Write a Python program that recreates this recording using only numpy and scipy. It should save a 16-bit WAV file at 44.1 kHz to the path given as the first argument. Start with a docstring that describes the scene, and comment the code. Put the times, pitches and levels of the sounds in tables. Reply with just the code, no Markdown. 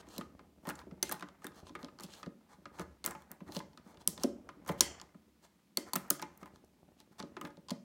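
"""Two hands load brass cartridges into a steel magazine with a plastic loader, on a table in a small quiet room.
Small clicks, thuds and scrapes open; a sharp click comes at 1 s, another at 3.1 s, and stronger ones follow at
4.1 s and 4.8 s. After a calmer gap, hard clicks crowd around 6 s; softer handling fills the rest, to nearly 8 s.
Clicks ring the steel, loader and table; pushes thud into the table top; rubbing noise drives the scrapes.
Faint creaks, rumble, table hum and steady room tone lie underneath."""
import sys
import numpy as np
from scipy import signal
from scipy.fft import rfft, irfft
from scipy.io import wavfile
from scipy.ndimage import uniform_filter1d

SR = 44100
rng = np.random.default_rng(int(sys.argv[2]) if len(sys.argv) > 2 else 0)


def digitize_waveform(pressure):
    """Quantize a signal to 16-bit integers and store it at the path in sys.argv[1].

    Rows of a 2-D input are taken as channels; values are limited to [-1, 1].
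    """
    field = np.atleast_2d(pressure).T
    bounded = np.clip(field, -1, 1)
    quanta = np.round(bounded * 32767).astype(np.int16)
    wavfile.write(sys.argv[1], SR, quanta)


N = 345729
SPAN = 8192  # samples in one struck sound

# Ringing tones (modes) of the plastic loader and of the table top:
# pitch_hz, relative level_db, decay_s (time to fall 60 dB, scaled again by each use)
LOADER_MODES = [(870, 4, 0.086), (1020, 8.5, 0.043), (1240, 7.5, 0.047), (1370, 11, 0.018),
                (1650, 3.5, 0.047), (1827, -2.5, 0.069), (2103, -2.5, 0.062)]
TABLE_MODES = [(145, -14, 0.29), (186.7, -2.5, 0.13), (237, 0, 0.097), (294.3, -0.5, 0.11), (352, 6, 0.067),
               (453.5, -9, 0.099), (562.3, -0.5, 0.096), (660, -1.5, 0.056)]
# Ringing tones of the magazine's steel walls and of the brass case:
# pitch_hz, relative level_db, decay_factor (no unit, multiplies the metal's decay time)
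WALL_MODES = [(2920, 0.5, 1.7), (3250, -6, 3.8), (3550, 7.5, 1.), (4204, 7.5, 1.2), (4480, -3.5, 3.5),
              (4880, -2.5, 1.5)]
BRASS_MODES = [(5170, -35.5, 0.6), (6160, -6.5, 0.72), (6607, -6.5, 1.1), (7670, -11, 1.1), (8250, -14, 1.),
               (9690, -10, 1.3)]


def gain_of(db):
    """Turns decibels into an amplitude factor."""
    return 10 ** (np.asarray(db) / 20)


def evened(x):
    """Scales a sound to an average (rms) level of 1."""
    return x / np.sqrt(np.mean(x ** 2) + 1e-20)


def peaked(x):
    """Scales a sound so its largest swing is 1."""
    return x / abs(x).max()


def read(points, hz):
    """Reads between the points of a table, along a logarithmic pitch axis."""
    point_hz, value = np.transpose(points)
    return np.interp(np.log(hz + 1), np.log(point_hz + 1), value)


def add(mix, start_s, sound):
    """Adds a sound to the mix at a given time."""
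    part = mix[max(round(start_s * SR), 0):][:len(sound)]
    part += sound[:len(part)]


def band(x, low_hz, high_hz):
    """Keeps mainly the pitches between two limits."""
    return signal.sosfilt(signal.butter(2, [low_hz, high_hz], "band", fs=SR, output="sos"), x)


def luck(modes, spread_db):
    """Random level changes, one per mode, so no two hits ring alike."""
    return spread_db * rng.standard_normal(len(modes))


def near(modes, hz, spread_octaves):
    """The struck spot favours modes close to one pitch: others are up to 14 dB weaker."""
    octaves_away = np.log2(np.transpose(modes)[0] / hz)
    return -np.minimum((octaves_away / spread_octaves) ** 2, 14.0)


def ring(modes, weight_db, rise_s, decay_scale=0.79):
    """A struck body: a sum of fading sine waves, peak 1; a softer contact rises more slowly."""
    hz, db, decay = np.transpose(modes)[:, :, None]
    t = np.arange(SPAN) / SR
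    phase = rng.random((len(modes), 1))  # in cycles
    fading = gain_of(db + weight_db[:, None] - 60 * t / (decay * decay_scale))
    waves = fading * np.sin(2 * np.pi * (hz * t + phase))
    return peaked(waves.sum(0) * (1 - np.exp(-t / rise_s)))


def through(modes, force, decay_scale):
    """Rubbing a hand-held body: the force passes through its shortened ringing, rms 1."""
    t = np.arange(2048) / SR
    body = sum(gain_of(db - 60 * t / (decay_scale * decay)) * np.sin(2 * np.pi * hz * t)
               for hz, db, decay in modes)
    return evened(signal.oaconvolve(force, body)[:N])


def grains(grit_db, lump_db):
    """A stick-slip force: noise with sudden grains and slower lumps in its level."""
    slips = uniform_filter1d(rng.exponential(1, N // 32 + 1).repeat(32), 16)[:N]
    lumps = evened(uniform_filter1d(rng.standard_normal(N), 300))
    return rng.standard_normal(N) * gain_of(grit_db * slips + lump_db * lumps)


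def air():
    """Steady room tone and microphone hiss: noise shaped by pitch."""
    # Colour of the noise: pitch_hz, relative level_db
    air_colour = [(25, -33.5), (60, -24), (115, -7.5), (200, 8.5), (450, -8.5), (850, -21.5), (1500, -22),
                  (2600, -18), (4400, -20), (10000, -24.5), (15500, -26)]
    shape = gain_of(read(air_colour, np.fft.rfftfreq(N, 1 / SR)))
    noise = irfft(rfft(rng.standard_normal(N)) * shape, N)
    return gain_of(-70.5) * evened(noise)


def room(x):
    """Dense reflections that swell in over 7 ms, each pitch range dying at its own speed."""
    # The room's echo, with a dip near 2.85 kHz left by the table's reflection:
    # pitch_hz, decay_s (time to fall 60 dB), relative level_db
    echo_colour = np.array([(152, 0.45, 1), (515, 0.37, 0), (1900, 0.29, 4.5), (2850, 0.48, -6),
                            (3300, 0.19, 3.5), (6100, 0.42, -4.5), (9600, 0.21, 0), (14500, 0.19, -2.5)])
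    tap_count = SR // 2
    taps = rng.standard_normal(tap_count) * np.clip(np.arange(tap_count) / SR / 0.007, 0, 1) ** 2
    hz, t, spectrum = signal.stft(taps, SR, nperseg=256)
    decay_s = read(echo_colour[:, [0, 1]], hz)[:, None]
    level_db = read(echo_colour[:, [0, 2]], hz)[:, None]
    tail = signal.istft(spectrum * gain_of(level_db - 60 * t / decay_s), SR, nperseg=256)[1]
    return signal.oaconvolve(x, tail / np.linalg.norm(tail))[:N]


def sway():
    """The table top's lowest mode hums faintly, and swells and fades after each heavy push."""
    # Heavy pushes: start_s, level_db
    push_table = [(.19, -63.5), (.68, -58), (2.8, -59), (3.43, -78), (4.23, -67), (4.69, -55.5),
                  (5.8, -80.5), (6.2, -69), (7.25, -85)]
    rise_s, fade_db_per_s, rest_db = 0.024, 49.5, -86
    hum = band(band(rng.standard_normal(N), 68, 80), 55, 78)
    start_s, level_db = np.transpose(push_table)[:, :, None]
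    since_s = np.arange(N) / SR - start_s
    swells = np.clip(since_s / rise_s, 0, 1) * gain_of(level_db - fade_db_per_s * abs(since_s))
    return (gain_of(rest_db) + swells.sum(0)) * evened(hum)


def grip():
    """Hands keep working the loader and leaning on the table: stick-slip noise through both."""
    # Shifting hands, read smoothly from point to point: time_s, loader creak_db, table rumble_db
    hand_table = [(0.0, -67, -60.5), (0.59, -89, -69), (0.92, -75.5, -60), (1.31, -68.5, -71),
                  (1.75, -99, -58), (2.07, -64.5, -67), (2.34, -80, -79), (2.82, -79, -62.5),
                  (3.34, -72, -82), (3.47, -92, -57.5), (3.84, -74.5, -67), (4.15, -86, -55),
                  (4.56, -77, -64.5), (4.87, -56, -55), (5.17, -81, -76.5), (5.79, -83, -85.5),
                  (6.01, -68, -76), (6.16, -61.5, -69), (6.68, -86, -68), (7.1, -81, -75.5),
                  (7.33, -73.5, -65.5), (7.84, -86, -74)]
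    time_s, *columns = np.transpose(hand_table)
    creak_db, rumble_db = (np.interp(np.arange(N) / SR, time_s, column) for column in columns)
    creak = through(LOADER_MODES, grains(grit_db=1.0, lump_db=3.5), decay_scale=0.12)
    rumble = through(TABLE_MODES, grains(grit_db=3.0, lump_db=6.0), decay_scale=0.11)
    return gain_of(creak_db) * creak + gain_of(rumble_db) * rumble


def scrapes():
    """Short strokes of fingers, brass and plastic over the steel: a grainy force rubs the parts."""
    # Strokes: start_s, length_s, scrape_db, fine hiss_db, loader rub_db
    stroke_table = [(0, 0.014, -57, -80, -54), (0.059, 0.16, -60, -72, -59.5), (0.165, 0.06, -79, -87, -57),
                    (0.621, 0.054, -76, -74, -66.5), (0.666, 0.049, -54, -58, -43),
                    (0.755, 0.068, -69, -73, -54), (1.025, 0.088, -53.5, -71, -75),
                    (1.115, 0.016, -44.5, -66, -42), (1.412, 0.071, -64.5, -75, -56.5),
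                    (1.529, 0.092, -64, -74, -58.5), (1.645, 0.056, -64.5, -84, -75),
                    (1.777, 0.066, -71, -73, -58), (2.018, 0.038, -53, -59, -56.5),
                    (2.063, 0.12, -60, -77, -91), (2.134, 0.11, -65.5, -73, -60),
                    (2.483, 0.076, -68.5, -90.5, -60), (2.724, 0.055, -69.5, -79, -59.5),
                    (2.774, 0.058, -59.5, -66, -48.5), (3.057, 0.087, -78.5, -87.5, -50),
                    (3.148, 0.1, -76, -81, -62.5), (3.292, 0.043, -82, -76, -58),
                    (3.463, 0.037, -66, -77, -53.5), (3.502, 0.099, -56.5, -58, -56),
                    (3.836, 0.11, -69.5, -77.5, -60), (3.997, 0.031, -63, -78, -57.5),
                    (4.196, 0.065, -55.5, -62, -53), (4.672, 0.031, -49.5, -51.5, -42),
                    (4.707, 0.021, -58.5, -62.5, -43), (4.777, 0.026, -61, -64.5, -61),
                    (5.421, 0.047, -64.5, -78, -60), (5.848, 0.058, -66, -74, -53),
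                    (5.973, 0.12, -72, -74.5, -59), (6.253, 0.15, -81, -90, -77),
                    (6.394, 0.039, -70.5, -72, -60), (6.459, 0.028, -76, -77, -59),
                    (6.53, 0.045, -72.5, -88, -66), (6.976, 0.048, -68.5, -85, -73),
                    (7.111, 0.026, -75, -81, -66), (7.184, 0.021, -53.5, -73, -52),
                    (7.419, 0.069, -71, -71, -53.5), (7.685, 0.035, -67, -72, -57)]
    hardest_share = 0.61  # where in a stroke the push is hardest
    t, strokes = np.arange(N) / SR, np.zeros((3, N))
    for start_s, length_s, *layer_db in stroke_table:
        corners_s = [start_s - 0.004, start_s + hardest_share * length_s, start_s + length_s + 0.0039]
        push = np.interp(t, corners_s, [0, 1, 0])
        strokes += gain_of(layer_db)[:, None] * push
    force = grains(grit_db=2.5, lump_db=-1.0)
    # the mode tables of the metal hold factors, so the scale is a decay time in seconds here
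    metal = 0.72 * through(WALL_MODES + BRASS_MODES, force, decay_scale=0.0071)
    metal += evened(band(force, 2200, 7000))
    hiss = evened(band(force[::-1], 8500, 17000))  # reversed, so its grains fall at other moments
    rub = through(LOADER_MODES, force, decay_scale=0.18)
    return strokes[0] * metal + strokes[1] * hiss + strokes[2] * rub


def thuds():
    """Soft pushes of the magazine base and fingers set the table top ringing."""
    # Pushes: start_s, peak level_db, strongest ring_hz
    thud_table = [(0.075, -48.5, 280), (0.183, -32, 204), (0.675, -32.5, 211), (0.87, -40, 285),
                  (0.921, -42, 188), (1.027, -36.5, 376), (1.45, -37, 280), (1.704, -42.5, 237),
                  (1.753, -56, 374), (1.834, -39, 266), (2.04, -41, 186), (2.267, -35, 213),
                  (2.582, -52, 198), (2.796, -35.5, 165), (3.043, -45, 301), (3.307, -46, 205),
                  (3.415, -41, 205), (3.49, -41, 293), (3.565, -31.5, 180), (3.863, -47.5, 230),
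                  (4.08, -35, 188), (4.242, -20, 279), (4.572, -49.5, 275), (4.696, -27, 143),
                  (4.808, -40.5, 278), (5.147, -46.5, 198), (5.775, -32, 294), (5.96, -39, 371),
                  (6.109, -32, 292), (6.426, -41, 196.7), (7.11, -52, 171), (7.202, -39.5, 263),
                  (7.235, -35.5, 259), (7.369, -39.5, 369), (7.441, -39.5, 218), (7.577, -45.5, 203),
                  (7.715, -27.5, 211)]
    firm_db, firm_upper_db, upper_growth = -33, -7, 0.26  # harder pushes wake the upper modes more
    out, upper = np.zeros(N), np.transpose(TABLE_MODES)[0] > 400
    for start_s, level_db, ring_hz in thud_table:
        upper_db = firm_upper_db + upper_growth * (level_db - firm_db)
        weight_db = np.where(upper, upper_db, near(TABLE_MODES, ring_hz, 0.15))
        thud = ring(TABLE_MODES, weight_db + luck(TABLE_MODES, 1.7), rise_s=0.0043, decay_scale=0.52)
        add(out, start_s, gain_of(level_db) * thud)
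    return out


def jostled(noise):
    """Dying chatter of the coils keeps the spring's modes ringing unsteadily; peak 1."""
    # The steel tube and its spring: pitch_hz, relative level_db, decay_s (shortened below)
    spring_modes = [(1660, -0.5, 0.084), (2080, -5, 0.14), (2045, 3, 0.11), (3140, 4.5, 0.12),
                    (4480, -8.5, 0.37), (5230, -3, 0.16), (6000, -3, .22), (7140, -1, .2)]
    chatter = noise * gain_of(-60 * np.arange(SPAN) / SR / 0.4)  # falls 60 dB in 0.4 s
    spring = ring(spring_modes, luck(spring_modes, 1.55), rise_s=0.0003, decay_scale=0.093)
    return peaked(signal.fftconvolve(chatter, spring[:2048])[:SPAN])


def clicks():
    """A crack of tiny contacts rings the metal, loader, table and spring; returns direct sound and room feed."""
    # Clicks: start_s, metal level_db, brightness_db, struck part's own ring_hz,
    # metal decay_s (to fall 60 dB, scaled for each tone), loader level_db, loader's strongest ring_hz
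    click_table = [(0.069, -63, -3, 3270, 0.012, -53, 880), (0.1809, -32, 1.5, 4020, 0.0095, -46, 910),
                   (0.211, -50, -6, 3300, 0.0095, -34, 1280), (0.393, -73, -18, 4100, 0.0095, -45, 1080),
                   (0.6529, -55.5, -8, 3024, 0.0095, -40, 950), (0.671, -44, 5, 3076, 0.0095, -38.5, 1070),
                   (0.6899, -33.5, 1, 9070, 0.006, -34.5, 1490), (0.6986, -36.5, 6, 2840, 0.007, -42, 1830),
                   (0.7045, -52, -1, 3330, 0.0095, -31, 1640), (0.754, -48.5, -3, 7240, 0.02, -52, 830),
                   (0.7907, -49, -8.5, 3570, 0.0095, -51.5, 1330),
                   (0.8154, -63, -2, 3640, 0.0095, -46, 1020),
                   (0.911, -70, -14.5, 2800, 0.0095, -50.5, 750),
                   (1.0276, -18.5, 1, 6155, 0.015, -31, 2280), (1.094, -37.5, 5, 6100, 0.0095, -33.5, 1650),
                   (1.1134, -39, 9, 8730, 0.015, -34, 1060), (1.1226, -33.5, 10.5, 13600, 0.014, -40, 870),
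                   (1.1426, -52, 4, 8620, 0.0095, -41, 1570), (1.196, -47, -3, 2530, 0.015, -52, 2400),
                   (1.208, -48.5, -3, 3730, 0.017, -44.5, 1270), (1.2246, -47, -4, 3500, 0.0095, -32, 1106),
                   (1.287, -53.5, -7.5, 3320, 0.006, -48.5, 1310), (1.42, -63, 1, 2820, 0.0095, -50, 1320),
                   (1.4438, -42.5, 3, 8710, 0.0095, -38, 1610), (1.4503, -57, 2, 15350, 0.009, -49, 993),
                   (1.4676, -36, 6, 3670, 0.007, -37, 1230), (1.519, -65, -10, 3520, 0.0095, -51, 1270),
                   (1.6684, -60, -15.5, 3670, 0.016, -47.5, 895),
                   (1.694, -59, -13, 3580, 0.0095, -47, 1020), (1.752, -52, 4, 2570, 0.011, -33.5, 1350),
                   (1.791, -65, 1, 3370, 0.0095, -50, 1260), (1.8298, -50, -6, 3630, 0.006, -46, 1050),
                   (1.846, -43, -14.5, 5340, 0.004, -42, 1070), (1.8839, -73, -9, 2800, 0.0095, -46, 1200),
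                   (1.9877, -53, -10, 4300, 0.0095, -47, 1240),
                   (1.9984, -45, -6.5, 4370, 0.0095, -42.5, 750), (2.0065, -45, 3, 7150, 0.0095, -42, 880),
                   (2.0354, -40.5, 4, 5200, 0.0095, -58, 820), (2.0636, -55.5, -8, 3500, 0.01, -66, 1550),
                   (2.1361, -49, -8, 4330, 0.018, -51, 1560), (2.2302, -48, -8, 3370, 0.0095, -37.5, 1250),
                   (2.2614, -54.5, -6.5, 3940, 0.015, -45.5, 1550),
                   (2.6559, -59.5, -17.5, 4000, 0.0095, -38.5, 1240),
                   (2.787, -54, -4, 3250, 0.0095, -40, 890), (2.7957, -36.5, -1, 6100, 0.004, -34.5, 1260),
                   (2.8159, -55, 7.5, 6260, 0.016, -41, 1300), (3.042, -35, -7.5, 8800, 0.0095, -37, 2340),
                   (3.0499, -33, -3, 15400, 0.0095, -36.5, 1870), (3.0616, -22, 9, 7940, 0.0095, -31, 1140),
                   (3.0763, -39.5, 3.5, 2860, 0.0095, -32, 1380),
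                   (3.1095, -38, 7, 8140, 0.005, -40.5, 1270), (3.1508, -55, 1, 2840, 0.0095, -38, 1020),
                   (3.221, -57, 3, 3470, 0.01, -54, 906), (3.316, -39, 5.5, 14500, 0.004, -45.5, 1270),
                   (3.405, -68, 5, 3180, 0.0095, -46, 1060), (3.521, -45, -2.5, 4100, 0.0095, -47, 880),
                   (3.549, -42.5, -8, 7200, 0.0095, -47, 1010),
                   (3.559, -46, -10.5, 3420, 0.0095, -42.5, 990), (3.566, -36, -9, 3240, 0.0095, -40, 880),
                   (3.5905, -43, -3, 3410, 0.016, -56, 1040), (3.603, -65, -1, 3280, 0.0095, -37, 994),
                   (3.7322, -66, -10, 4280, 0.0097, -57, 800), (3.7749, -49, -6, 2980, 0.005, -46, 1240),
                   (3.944, -62, -4, 3350, 0.011, -55, 870), (3.972, -61, -12.5, 3430, 0.0095, -55.5, 1120),
                   (4.0754, -14.5, 5, 8380, 0.006, -40, 1170),
                   (4.1774, -46, -4.5, 3550, 0.013, -39.5, 1060),
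                   (4.2353, -24, -2, 5660, 0.0095, -32.5, 1060),
                   (4.4902, -53, -5.5, 4250, 0.0095, -38.5, 1253),
                   (4.6487, -64.5, 1, 6500, 0.01, -57.5, 980), (4.6625, -52.5, -1, 5760, 0.0095, -45, 940),
                   (4.678, -44, 8.5, 9280, 0.013, -43, 1050), (4.691, -34.5, 0, 3080, 0.0065, -28, 950),
                   (4.8076, -9.5, -0.5, 5620, 0.014, -23, 1040),
                   (4.999, -50.5, -10, 3000, 0.0095, -47.5, 1270),
                   (5.0146, -40.5, -5, 6870, 0.005, -46.5, 1020),
                   (5.1449, -76.5, -2, 3230, 0.0095, -52.5, 1110),
                   (5.772, -17.5, 2.5, 4360, 0.0095, -34.5, 2210),
                   (5.934, -26.5, 5, 4480, 0.016, -30, 1020), (5.9561, -29, 7, 8900, 0.0095, -27, 1250),
                   (5.96, -22, 5, 13470, 0.006, -28, 1250), (6.0815, -63.5, 8, 14690, 0.0095, -58.5, 1580),
                   (6.103, -21, 11, 15000, 0.007, -43.5, 1240),
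                   (6.1062, -16.5, 0.5, 9140, 0.0046, -27, 1265),
                   (6.1961, -44, -4, 3400, 0.0095, -39.5, 1420),
                   (6.2179, -45, 8, 4700, 0.0095, -40.5, 1380), (6.2244, -36, -5, 5620, 0.0095, -28, 1030),
                   (6.3755, -55.5, 11, 15060, 0.0095, -63, 1020), (6.43, -55, 3, 2650, 0.0095, -42.5, 1273),
                   (6.4581, -56.5, 2, 14360, 0.0095, -44.5, 1086), (6.646, -62.5, 3, 5910, 0.01, -75, 1035),
                   (7.002, -50, -1, 3890, 0.0095, -55.5, 811), (7.2, -41.5, -7, 4360, 0.0095, -38.5, 1020),
                   (7.2262, -49.5, -13, 4050, 0.0095, -44, 1240),
                   (7.3674, -52, -11, 3224, 0.006, -36, 1230), (7.413, -38, 3.5, 2960, 0.005, -33.5, 1220),
                   (7.451, -45.5, -2.5, 2700, 0.004, -34, 1240), (7.472, -57, -3, 9350, 0.0095, -40.5, 820),
                   (7.504, -63, -6, 5480, 0.01, -53, 755), (7.571, -60, -9, 4150, 0.0095, -55.5, 900),
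                   (7.6852, -48.5, -9.5, 4920, 0.019, -46, 1028), (7.696, -44, -10, 3220, 0.0095, -46, 890),
                   (7.706, -34.5, -4, 4300, 0.007, -36, 920), (7.7089, -34, -4, 4120, 0.0095, -43, 870)]
    # Feed lips: pitch_hz, relative level_db, decay_factor (no unit, multiplies the metal's decay time)
    lip_modes = [(10250, -4.5, 0.9), (11180, 3.5, 0.92), (13120, 3.5, 0.85), (14400, 3, 0.84),
                 (13700, 2, 0.93)]
    # Base level_db of each metal part: walls, brass case, feed lips
    base_part_db = np.array((-2.5, -0.5, -1.5))
    own_ring_db, struck_part_db = -5.5, 3.5  # the part whose range holds the struck pitch sounds more
    # spring level for a hard snap, that snap's level, and dB of spring per dB of blow
    spring_db, snap_db, spring_growth = -41.5, -16.5, 1.82
    direct, feed, t = np.zeros(N), np.zeros(N), np.arange(SPAN) / SR
    impulse = (t == 0).astype(float)
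    parts = (WALL_MODES, 2600, 5300), (BRASS_MODES, 5300, 9800), (lip_modes, 9800, 17000)
    for start_s, metal_db, bright_db, own_hz, decay_s, loader_db, loader_hz in click_table:
        noise = rng.standard_normal(SPAN)

        # brightness moves sound from the walls to the lips
        part_db = metal_db + base_part_db + bright_db * np.array([-1, 0, 1])
        part_db += struck_part_db * np.array([low < own_hz < high for _, low, high in parts])
        own = ring([(own_hz, 0, 2.1 * decay_s)], np.zeros(1), rise_s=0.0002)
        own *= gain_of(metal_db + own_ring_db)

        crack = noise * gain_of(-60 * t / decay_s)
        metal, spread = np.zeros(SPAN), np.zeros(SPAN)
        for k, (modes, low_hz, high_hz) in enumerate(parts):
            sign = (-1) ** k  # alternate signs join neighbouring bands without a dip
            grit = sign * peaked(band(crack, low_hz, high_hz))
            tone = ring(modes, luck(modes, 3.1), rise_s=0.0001, decay_scale=decay_s)
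            part = gain_of(part_db[k]) * (0.44 * tone + 0.54 * grit)
            metal += part
            # summed over all directions, the colour reaching the room is smooth
            spread += sign * np.sqrt(np.mean(part ** 2)) * evened(band(impulse, low_hz, high_hz))

        rattle = peaked(band(noise * gain_of(-60 * t / 0.051), 550, 2406))  # loose plastic on steel
        shell_db = near(LOADER_MODES, loader_hz, 0.11) + luck(LOADER_MODES, 4.34)
        body = 0.75 * ring(LOADER_MODES, shell_db, rise_s=0.0006) + 0.56 * rattle
        # the base passes the blow on to the table
        body += gain_of(-10.0) * ring(TABLE_MODES, luck(TABLE_MODES, 3.1), rise_s=0.021)
        body *= gain_of(loader_db)

        blow_db = max(part_db[0], loader_db)
        after = gain_of(spring_db + spring_growth * (blow_db - snap_db)) * jostled(noise[::-1])
        add(direct, start_s, own + metal + after + body)
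        add(feed, start_s, 0.53 * own + 0.2 * metal + spread + 1.16 * body)
    return direct, feed


def scene():
    """All sources near the microphone, with the room's reflections behind."""
    direct, feed = clicks()
    soft = thuds() + scrapes() + grip()
    reflections = room(gain_of(-16.0) * feed + gain_of(-11.0) * soft)
    return (direct + soft + reflections + sway() + air())[None]


def record(dry):
    """The small microphone loses the deepest bass; the sound holds almost nothing above about 16 kHz."""
    thin = signal.sosfilt(signal.butter(4, 50, "high", fs=SR, output="sos"), dry)
    treble_limit = signal.firwin(255, 16050, window=("kaiser", 9), fs=SR)  # cutoff in Hz
    return signal.oaconvolve(thin, treble_limit[None], "same")


dry = scene()
out = record(dry)
digitize_waveform(out)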